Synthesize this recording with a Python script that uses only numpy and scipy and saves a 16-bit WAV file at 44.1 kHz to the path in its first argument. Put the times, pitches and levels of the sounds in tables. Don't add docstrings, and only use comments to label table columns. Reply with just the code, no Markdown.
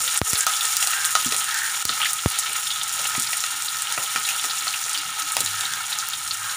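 import sys
import numpy as np
from scipy import signal
from scipy.fft import rfft, irfft
from scipy.io import wavfile
from scipy.ndimage import minimum_filter1d

SR = 44100
rng = np.random.default_rng(int(sys.argv[2]) if len(sys.argv) > 2 else 0)


def generate_wav(sig):
    pcm = np.round(np.clip(np.atleast_2d(sig).T, -1, 1) * 32767).astype(np.int16)
    wavfile.write(sys.argv[1], SR, pcm)


def level_to_linear(level):
    exponent = np.asarray(level, float) / 20
    return 10 ** exponent


N = 289296

# (time [s], peak level [dB], bubble pitch [Hz], pan blow re peak [dB])
BIG_POPS = [(0.0765, -12, 3600, -17), (0.3537, -11.5, 4000, -15.5), (0.608, -12, 3500, -27),
            (1.045, -12.5, 3900, -18), (1.3437, -14, 4000, -16), (1.8921, -7.5, 3800, -17),
            (2.0163, -7.5, 2800, -44), (2.029, -8.5, 2980, -19), (2.0549, -12.5, 1950, -17),
            (2.061, -11, 2480, -32), (2.045, -10, 2900, -30), (2.376, -20, 3820, -22),
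            (2.6692, -13.5, 3700, -26), (2.7038, -9.5, 3500, -40), (2.722, -17, 3580, -29),
            (2.7586, -17.5, 3550, -14), (2.813, -12, 3550, -21), (3.052, -15, 2900, -30),
            (3.271, -13, 4450, -28), (4.0605, -16.5, 3040, -27), (4.2506, -12.5, 3600, -19),
            (4.2877, -11, 2680, -32), (4.3056, -13, 2500, -17), (4.395, -13, 3410, -37),
            (4.498, -13, 4000, -30), (4.5082, -13, 4170, -21), (5.6077, -16, 3170, -35),
            (5.653, -15, 3770, -24), (5.9268, -13, 3930, -33), (6.1332, -14, 3580, -33),
            (6.309, -9.5, 4200, -27), (0.5355, -15, 3150, -30), (1.2473, -17, 3100, -35),
            (2.4926, -19, 2510, -25), (2.636, -26, 2800, -32), (3.682, -14, 4040, -30),
            (3.87, -15.5, 3020, -30), (2.712, -14, 3760, -30), (2.0556, -10, 3750, -30),
            (2.035, -18, 3270, -30), (4.6064, -17, 3684, -30), (4.6786, -11.5, 4090, -23),
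            (4.7388, -13.5, 2650, -30), (4.793, -25, 3830, -30), (4.9475, -13.5, 2980, -13),
            (4.975, -14.5, 4600, -35), (5.4048, -11.5, 3860, -31), (5.4605, -16, 3800, -17),
            (5.9988, -17.5, 4060, -36), (6.4946, -19, 3890, -27)]
# (time [s], peak level [dB], bubble pitch [Hz], opening crack re peak [dB])
SMALL_POPS = [(0.0164, -22, 8580, 4), (0.1745, -1, 9300, -2), (0.3056, -10, 8800, -11),
              (0.3315, -5.5, 9700, 5), (0.3765, -4, 9300, -9), (0.4064, -2.5, 7200, 1.5),
              (0.566, -9.5, 9400, 5), (0.651, -9, 7100, -3), (0.767, -4, 7100, 2), (0.914, -25, 8950, -5),
              (1.05, 1, 9700, -4), (1.246, -13, 9200, 5), (1.265, -8, 6560, 1.5), (1.364, -8, 9150, 4),
              (1.8232, -16, 8800, 4), (2.132, -5, 9500, -4), (2.3013, -12, 8800, 12), (2.387, -1, 9500, -4),
              (2.5309, -5, 9120, -7), (2.833, -10.5, 8850, 3), (3.1975, -7, 10200, 5),
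              (3.3692, -5, 8750, -7), (3.404, -9.5, 6650, 0), (3.8207, -9, 8240, 6),
              (4.8936, -6.5, 6700, -2), (4.827, -14, 6760, -7), (4.839, -11, 6500, -0.5),
              (4.765, -16, 6850, -11), (4.9307, -10, 8350, 6), (5.2202, -8.5, 5860, -4),
              (5.3666, -7, 9700, -14), (5.4048, -1.5, 8850, -11), (5.46, -7.5, 7200, 1),
              (5.9866, -9, 7270, 4)]
# (time [s], peak level [dB], centre [Hz], pan blow re peak [dB])
SLAMS = [(0.466, 0, 3970, -12), (0.767, -8, 4000, -44), (0.8251, -5.5, 2960, -11.5),
         (0.8724, -8.5, 3550, -8.5), (0.9328, -15, 2750, -6), (1.1516, 0.5, 2970, -13),
         (1.3217, -6, 3380, -11), (1.8524, 2.5, 3960, -16.5), (3.1499, -13.5, 1980, -3.0),
         (3.3298, -12.5, 1970, -3), (3.438, -8.5, 3470, -12.5), (3.976, -18, 3470, 4),
         (4.1597, -9, 1790, -11), (4.44, -10, 3840, -8.5), (4.6685, -14, 2900, -7.5),
         (5.367, -7.5, 3440, -6.5), (5.7356, -9, 3570, -15.5), (5.6077, -10, 4000, -24),
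         (4.881, -20, 2500, -6), (5.031, -19, 3000, -9), (0.3311, -17, 3000, -9.5),
         (0.6529, -15, 5000, -20)]
# (frequency [Hz], density [dB per Hz])
CRACK = [(300, -42), (700, -24), (1200, -9.5), (3000, -4.5), (9500, -1), (13600, -13), (14900, -1),
         (15500, 0)]


def rms_one(x):
    return x / np.sqrt(np.mean(x ** 2) + 1e-20)


def in_time(rows):
    s, *columns = np.transpose(rows)
    return [np.interp(np.arange(N) / SR, s, c) for c in columns]


def colour(x, points):
    point_hz, point_db = np.transpose(points)
    hz = np.maximum(np.fft.rfftfreq(4096, 1 / SR), 1)
    gain_db = np.interp(np.log(hz), np.log(point_hz), point_db)
    cepstrum = irfft(np.log(level_to_linear(gain_db)))
    cepstrum[1:2048] *= 2
    cepstrum[2049:] = 0
    impulse = irfft(np.exp(rfft(cepstrum)))
    return signal.fftconvolve(x, impulse)[:len(x)]


def resonance(x, hz, width_hz):
    r = np.exp(-np.pi * width_hz / SR)
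    b = [(1 - r * r) / 2, 0, (r * r - 1) / 2]
    a = [1, -2 * r * np.cos(2 * np.pi * hz / SR), r * r]
    return signal.lfilter(b, a, x + 1e-18)


def chance_clicks(per_s, spread_db):
    size_db = spread_db * np.minimum(rng.exponential(1, N), 4)
    return (rng.random(N) < per_s / SR) * level_to_linear(size_db)


def fade(s, start, end, edge_s):
    return np.clip(np.minimum(s - start, end - s) / edge_s, 0, 1)


def add(out, s, sound):
    i = round(s * SR)
    out[i:i + len(sound)] += sound[:N - i]


def rumble():
    # (frequency [Hz], density [dB per Hz])
    rumble_spectrum = [(15, -70), (25, -10), (43, -14.5), (102, 3), (164, 1.5), (233, -11), (303, -4),
                       (379, -17.5), (700, -17), (910, -5), (1540, -120)]
    # (time [s], length [s], rise [dB])
    swells = [(0, 0.17, 8.6), (1.28, 0.32, 5.2), (1.9, 0.095, 14), (2.1, .3, 2.4), (3.05, 0.43, 4.1),
              (3.25, 0.17, 2.3), (5.1, 0.088, 9.3), (5.42, 0.12, 16), (5.72, 0.28, 7.5), (6.3, 0.3, 5.6)]
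    s, db = np.arange(N) / SR, -58
    for at, length_s, rise_db in swells:
        db = db + rise_db * np.exp(-(2 * (s - at) / length_s) ** 2)
    return level_to_linear(db) * rms_one(colour(rng.standard_normal(N), rumble_spectrum))


def bird():
    # (start [s], end [s], pulse rate [per s], throat pitch [Hz], level [dB])
    caws = [
        (0.312, 0.495, 106, 1540, -32.5),
        (0.832, 1.126, 157, 1510, -31),
        (1.416, 1.773, 118, 1650, -30),
        (5.478, 5.87, 94, 1560, -36.5),
        (6.36, 6.604, 124, 1380, -33.5),
    ]
    # (start [s], end [s], pitch [Hz], level [dB])
    whistles = [(0, 0.115, 512, -55), (0.237, 0.437, 448, -56), (0.93, 1.12, 1590, -40),
                (0.384, 0.497, 1593, -41), (1.46, 1.72, 900, -50), (1.46, 1.6, 1790, -41),
                (1.55, 1.71, 1830, -40), (5.5, 5.63, 1830, -45), (5.62, 5.84, 1590, -44),
                (6.38, 6.56, 1590, -44), (1.39, 1.803, 365, -67.5), (3.497, 3.612, 295, -63.5),
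                (4.38, 4.48, 295, -63), (4.595, 4.71, 298, -61), (4.946, 5.037, 298, -55),
                (5.2, 5.29, 295, -56), (5.42, 5.62, 101, -52), (6.3, 6.5, 104, -57)]
    waver, waver_hz = .006, 9
    s, out = np.arange(N) / SR, np.zeros(N)
    rasp = rng.standard_normal(N)
    for start, end, per_s, hz, db in caws:
        pulses = np.diff(np.floor(per_s * s), prepend=0) + .06 * rasp
        throat = resonance(resonance(pulses, hz, 530), hz, 590)
        out += level_to_linear(db) * rms_one(throat) * fade(s, start, end, edge_s=0.11)
    for start, end, hz, db in whistles:
        swing = waver * hz / waver_hz * np.sin(2 * np.pi * waver_hz * s)
        note = np.sin(2 * np.pi * hz * s + swing)
        out += level_to_linear(db + 7.5) * note * fade(s, start, end, edge_s=0.042)
    return out


def knocks():
    # (time [s], peak level [dB], low edge [Hz], high edge [Hz], t60 [s])
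    bowl_hits = [(1.26, -22, 134, 310, 0.036), (1.277, -28, 150, 397, 0.035), (1.322, -23, 252, 1100, 0.17),
                 (1.894, -30, 120, 800, 0.11), (2.49, -39, 302, 650, 0.43), (2.99, -30, 400, 1010, 0.29),
                 (3.179, -21.5, 111, 330, 0.047), (3.974, -23.5, 400, 1280, 0.27),
                 (3.981, -35.5, 120, 218, .08), (4.157, -30.5, 119, 900, 0.21), (4.44, -32, 251, 900, 0.27),
                 (4.86, -31, 402, 1200, 0.06), (5.367, -12.5, 416, 1610, 0.053),
                 (5.406, -25, 100, 900, 0.085)]
    out, t = np.zeros(N), np.arange(8000) / SR
    for s, db, low_hz, high_hz, t60 in bowl_hits:
        push = 0.83 * (t < .5 / high_hz)
        blow = (rng.standard_normal(len(t)) + push) * level_to_linear(-60 * t / t60)
        band = signal.butter(2, [low_hz, high_hz], "band", fs=SR, output="sos")
        sound = signal.sosfilt(band, blow)
        add(out, s, level_to_linear(db) * sound / np.abs(sound).max())
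    return out


def kitchen(x, t60=0.15):
    t = np.arange(SR // 2) / SR
    tail = rng.standard_normal(len(t)) * level_to_linear(-60 * t / t60) * (t > .004)
    tail = signal.lfilter([1], [1, -.5], tail)
    return signal.fftconvolve(x, tail / np.sqrt(np.sum(tail ** 2)))[:N]


def pan(blows):
    # (mode [Hz], width [Hz], level [dB])
    modes = [(775, 46, -10), (1270.6, 34, 13), (1418, 105, 2), (1502, 30, 0), (1814, 45, 1), (1965, 40, 1),
             (2221, 30, -2), (2519, 60, 0), (2783, 45, -2)]
    out = 0
    for k, (hz, width_hz, db) in enumerate(modes):
        out = out + (-1) ** k * level_to_linear(db) * resonance(blows, hz, width_hz)
    return out


def splats():
    # (time [s], pressure step level [dB], spike level [dB], signed scale [1])
    drops = [
        (0.216, 7, 13, -0.96),
        (0.333, -14, -35, 0.81),
        (0.4669, -39, -14.5, 0.82),
        (1.8533, -1, 3, 0.23),
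        (2.2599, 8.5, -27, 0.34),
    ]
    steps, spikes = np.zeros(N), np.zeros(N)
    for s, step_db, spike_db, sign in drops:
        add(steps, s, np.array([sign * level_to_linear(step_db)]))
        add(spikes, s, np.array([sign * level_to_linear(spike_db)]))
    pressure = signal.lfilter([1], [1, -.9995], steps) + signal.lfilter([1], [1, -.9], spikes)
    membrane = signal.butter(2, 6000, fs=SR, output="sos")
    vent = signal.butter(4, 80.5, "high", fs=SR, output="sos")
    swing = signal.sosfilt(vent, signal.sosfilt(membrane, pressure + 1e-18))
    return swing + level_to_linear(-2.0) * pan(steps + spikes)


def ticks(rows, spectrum):
    out, t = np.zeros(N), np.arange(400) / SR
    for s, db, hz in rows:
        snap = rng.standard_normal(len(t)) * np.exp(-t / .00015)
        snap[0] = -2.5
        crack = colour(0.42 * snap + 2.0 * resonance(snap, hz, hz), spectrum)
        crack = signal.sosfilt(signal.butter(2, .45 * hz, "high", fs=SR, output="sos"), crack)
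        peak = np.abs(crack)
        add(out, s - np.argmax(peak) / SR, level_to_linear(db - 1) * crack / peak.max())
    return out


def cracks_of_all():
    # (time [s], peak level
    # [dB], centre [Hz])
    droplets = [(0.3845, -6, 9250), (0.5354, -11, 8640), (0.6105, -9, 8810), (0.827, -8, 9100),
                (0.8714, -4, 8650), (1.0574, -4, 8630), (1.1074, -8, 9470), (1.1513, -8, 9290),
                (1.4426, -8, 8650), (1.5429, -7, 8870), (1.5883, -8, 8740), (1.6554, -10, 8950),
                (2.2867, -9, 8470), (2.3954, -7, 9150), (2.598, -12, 9000), (2.8933, -8, 8840),
                (2.9377, -8, 9190), (3.2214, -6, 8380), (3.6217, -8, 9360), (3.7863, -9, 9180),
                (3.9235, -7, 8640), (4.2882, -6, 8460), (4.3625, -12, 9190), (4.4458, -13, 9010),
                (4.6794, -14, 9140), (4.9751, -14, 9310), (5.3198, -8, 9690), (5.4144, -10, 9470),
                (5.4484, -9, 9310), (6.2761, -10, 9270), (0.6529, -7, 8500), (1.2462, -7, 9000),
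                (2.5309, -9, 8500), (0.1416, -12, 9000), (1.035, -13, 9000), (1.7564, -14, 9000),
                (3.042, -12, 9000), (4.1619, -12, 9000), (4.2617, -15, 9000), (4.571, -12, 9000),
                (4.582, -13, 7500), (4.9445, -12, 9000), (5.531, -13, 9000), (0.0772, -10, 13000),
                (0.4264, -12, 13000), (0.9143, -8, 13500), (1.6317, -10, 14000), (2.4468, -13, 12000),
                (3.5723, -14, 13000), (3.9913, -12, 13000), (4.5535, -14, 12000), (4.912, -12, 9000),
                (6.3709, -13, 13000)]
    lag_s = 0.0011
    rows = [(s + lag_s, db - 7, 0.56 * hz) for s, db, hz, _ in BIG_POPS]
    rows += [(s + lag_s, db + 2.5, 1.7 * hz) for s, db, hz, _ in SLAMS]
    rows += [(s + lag_s, db + 1.5 + min(crack_db, 4), 0.81 * hz) for s, db, hz, crack_db in SMALL_POPS]
    return rows + [(s + lag_s, db + 3, hz) for s, db, hz in droplets]


def singing():
    ring_db, ring_cycles, rise = -8, 60, .12
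    out, t = np.zeros(N), np.arange(3000) / SR
    for s, db, hz, _ in BIG_POPS:
        life = hz * t / ring_cycles
        envelope = level_to_linear(db + ring_db - 60 * life) * (1 - np.exp(-t / 0.00015))
        add(out, s, envelope * np.sin(2 * np.pi * hz * t * (.97 + rise * life)))
    return out


def bursts():
    big = [(s, db + 7, hz, blow_db + 2.5, .036, .24) for s, db, hz, blow_db in BIG_POPS]
    slams = [(s, db + 5.5, hz, blow_db + 2, .022, .7) for s, db, hz, blow_db in SLAMS]
    small = [(s, db + 2, hz, -22, .03, .24) for s, db, hz, _ in SMALL_POPS]
    return big + slams + small


def pops():
    blow_t60_s = .007
    out, blows, t = np.zeros(N), np.zeros(N), np.arange(5000) / SR
    for s, db, hz, blow_db, t60, width in bursts():
        noise = rng.standard_normal(len(t))
        spray = noise * np.abs(noise) * level_to_linear(-60 * t / t60) * (1 - np.exp(-t / 0.00029))
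        width_hz = 1.5 * width * hz
        tuned = resonance(resonance(spray, hz, width_hz), hz, width_hz)
        add(out, s, level_to_linear(db - 8.5) * (tuned / np.abs(tuned).max() + 0.012 * colour(spray, CRACK)))
        blow = spray * 2.8 * level_to_linear(-60 * t / blow_t60_s)
        blow[20] += 12.0
        add(blows, s, level_to_linear(db + blow_db) * blow)
    thump = signal.sosfilt(signal.butter(3, [700, 2200], "band", fs=SR, output="sos"), blows)
    return out + level_to_linear(2) * pan(blows) + level_to_linear(-4.5) * thump


def crackle(per_s, spread_db):
    clicks = chance_clicks(per_s, spread_db) * rng.choice([-1, 1], N)
    smear = rng.standard_normal(24) * np.exp(-np.arange(24) / 5.0)
    return rms_one(colour(signal.lfilter(smear, [1], clicks), CRACK))


def sparks():
    clicks = chance_clicks(per_s=97, spread_db=1.0) * rng.choice([-1, 1], N)
    dealt, out = rng.integers(0, 6, N), 0
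    for k, hz in enumerate(np.geomspace(4000, 10500, 6)):
        out = out + resonance(resonance(clicks * (dealt == k), hz, .45 * hz), hz, .45 * hz)
    return rms_one(out)


def sizzle(low_hz, high_hz, per_s, spread_db, cycles, spits_per_s, spit_t60, spit_db):
    def spits():
        decay = level_to_linear(-60 / (spit_t60 * SR))
        return signal.lfilter([1], [1, -decay], chance_clicks(spits_per_s, spread_db=4.5))
    grains = chance_clicks(per_s, spread_db) * rng.choice([-1, 1], N)
    dealt, shared, out = rng.integers(0, 15, N), spits(), 0
    for k, hz in enumerate(np.geomspace(low_hz, high_hz, 15)):
        if k % 3 == 0:
            swell = 1 + level_to_linear(spit_db) * (shared + 1.2 * spits())
        out = out + resonance(grains * (dealt == k) * swell, hz, 1.67 * hz / cycles)
    return out


def frying(bubbling_db, fizz_db):
    # (frequency [Hz], density [dB per Hz])
    bubbling_spectrum = [(250, -55), (450, -12.5), (660, -24), (780, -4.5), (1030, -8), (1300, -6.5),
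                         (2200, -7.5), (3300, -4.5), (4000, -5), (5000, -13), (6200, -11.5), (8500, -26),
                         (14000, -54.5)]
    fizz_spectrum = [(3290, -35), (5600, 3), (6230, -4), (6870, 7), (8040, -4), (8990, 4.5), (11000, -4.5),
                     (13700, -12), (14700, 2.5), (15500, -2.5)]
    bubbling = sizzle(604, 6200, per_s=7000, spread_db=-2.0, cycles=4.3,
                      spits_per_s=45, spit_t60=0.085, spit_db=-13.0)
    fizz = sizzle(4900, 16400, per_s=9000, spread_db=1.5, cycles=1.5,
                  spits_per_s=54, spit_t60=0.063, spit_db=-8.5)
    ring = pan(rms_one(bubbling) + 1.08 * rng.standard_normal(N))
    coarse = rms_one(colour(bubbling, bubbling_spectrum)) + level_to_linear(-3) * rms_one(ring)
    fine = rms_one(colour(fizz, fizz_spectrum))
    fine = fine + level_to_linear(-8) * crackle(per_s=290, spread_db=2.5) + level_to_linear(-7.5) * sparks()
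    return level_to_linear(bubbling_db) * coarse + level_to_linear(fizz_db) * fine


def scene():
    # (time [s], vigour [dB], bubbling over fizz [dB])
    vigour = [(0.0, -23, -5.5), (0.16, -27, -3.5), (0.91, -26.5, -2.5), (2.83, -30.5, -1),
              (3.03, -28.5, -1), (3.27, -28, -2), (3.62, -31, -1), (4.16, -28.5, -2), (5.22, -32, 1),
              (5.41, -28, -3.5), (5.64, -31.5, 1), (6.56, -32, -1)]
    # (time [s], peak level [dB], centre [Hz])
    near_droplets = [
        (.2158, 2, 11000),
        (.4672, 7, 6000),
        (.7683, -1, 9000),
        (1.8529, 11, 6500),
        (2.1327, 0, 9000),
        (5.3677, -2, 8000),
        (5.4059, -1, 9000),
        (6.0875, -3, 13000),
    ]
    # (frequency [Hz], density [dB per Hz])
    snap_spectrum = [(300, -20), (1200, -7), (3000, -1), (9500, 0), (13600, -5), (15000, 4), (16000, -1),
                     (16600, -1)]
    vigour_db, coarse_db = in_time(vigour)
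    hits = pops() + singing() + knocks()
    cracks = ticks(cracks_of_all(), CRACK)
    snaps = ticks(near_droplets, snap_spectrum)
    room = kitchen(level_to_linear(-11) * hits + level_to_linear(-3.5) * cracks)
    bed = frying(vigour_db + coarse_db, vigour_db + 0.13)
    near = bed + hits + cracks + room + level_to_linear(-20) * pan(cracks + snaps)
    near = signal.sosfilt(signal.ellip(12, 1, 60, 15450, fs=SR, output="sos"), near)
    return (near + snaps + bird() + rumble() + splats())[None]


def top_cut(x):
    return signal.sosfilt(signal.butter(12, 16820, fs=SR, output="sos"), x)


def record(dry):
    ceiling_db, ahead_s, attack_s, release_db_per_s = -0.5, 0.025, 0.0031, 326
    over_db = np.minimum(ceiling_db - 20 * np.log10(np.abs(dry[0]) + 1e-9), 0)
    ahead = round(ahead_s * SR)
    held_db = minimum_filter1d(over_db, ahead, origin=-(ahead // 2))
    ramp_db = release_db_per_s * np.arange(N) / SR
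    released_db = np.minimum.accumulate(held_db - ramp_db) + ramp_db
    r = np.exp(-1 / (attack_s * SR))
    limited = dry * level_to_linear(signal.lfilter([1 - r], [1, -r], released_db))
    cut = signal.sosfilt(signal.ellip(10, 1, 60, 16600, fs=SR, output="sos"), limited)
    return top_cut(np.clip(cut, -1, 1))


dry = scene()
out = record(dry)
generate_wav(out)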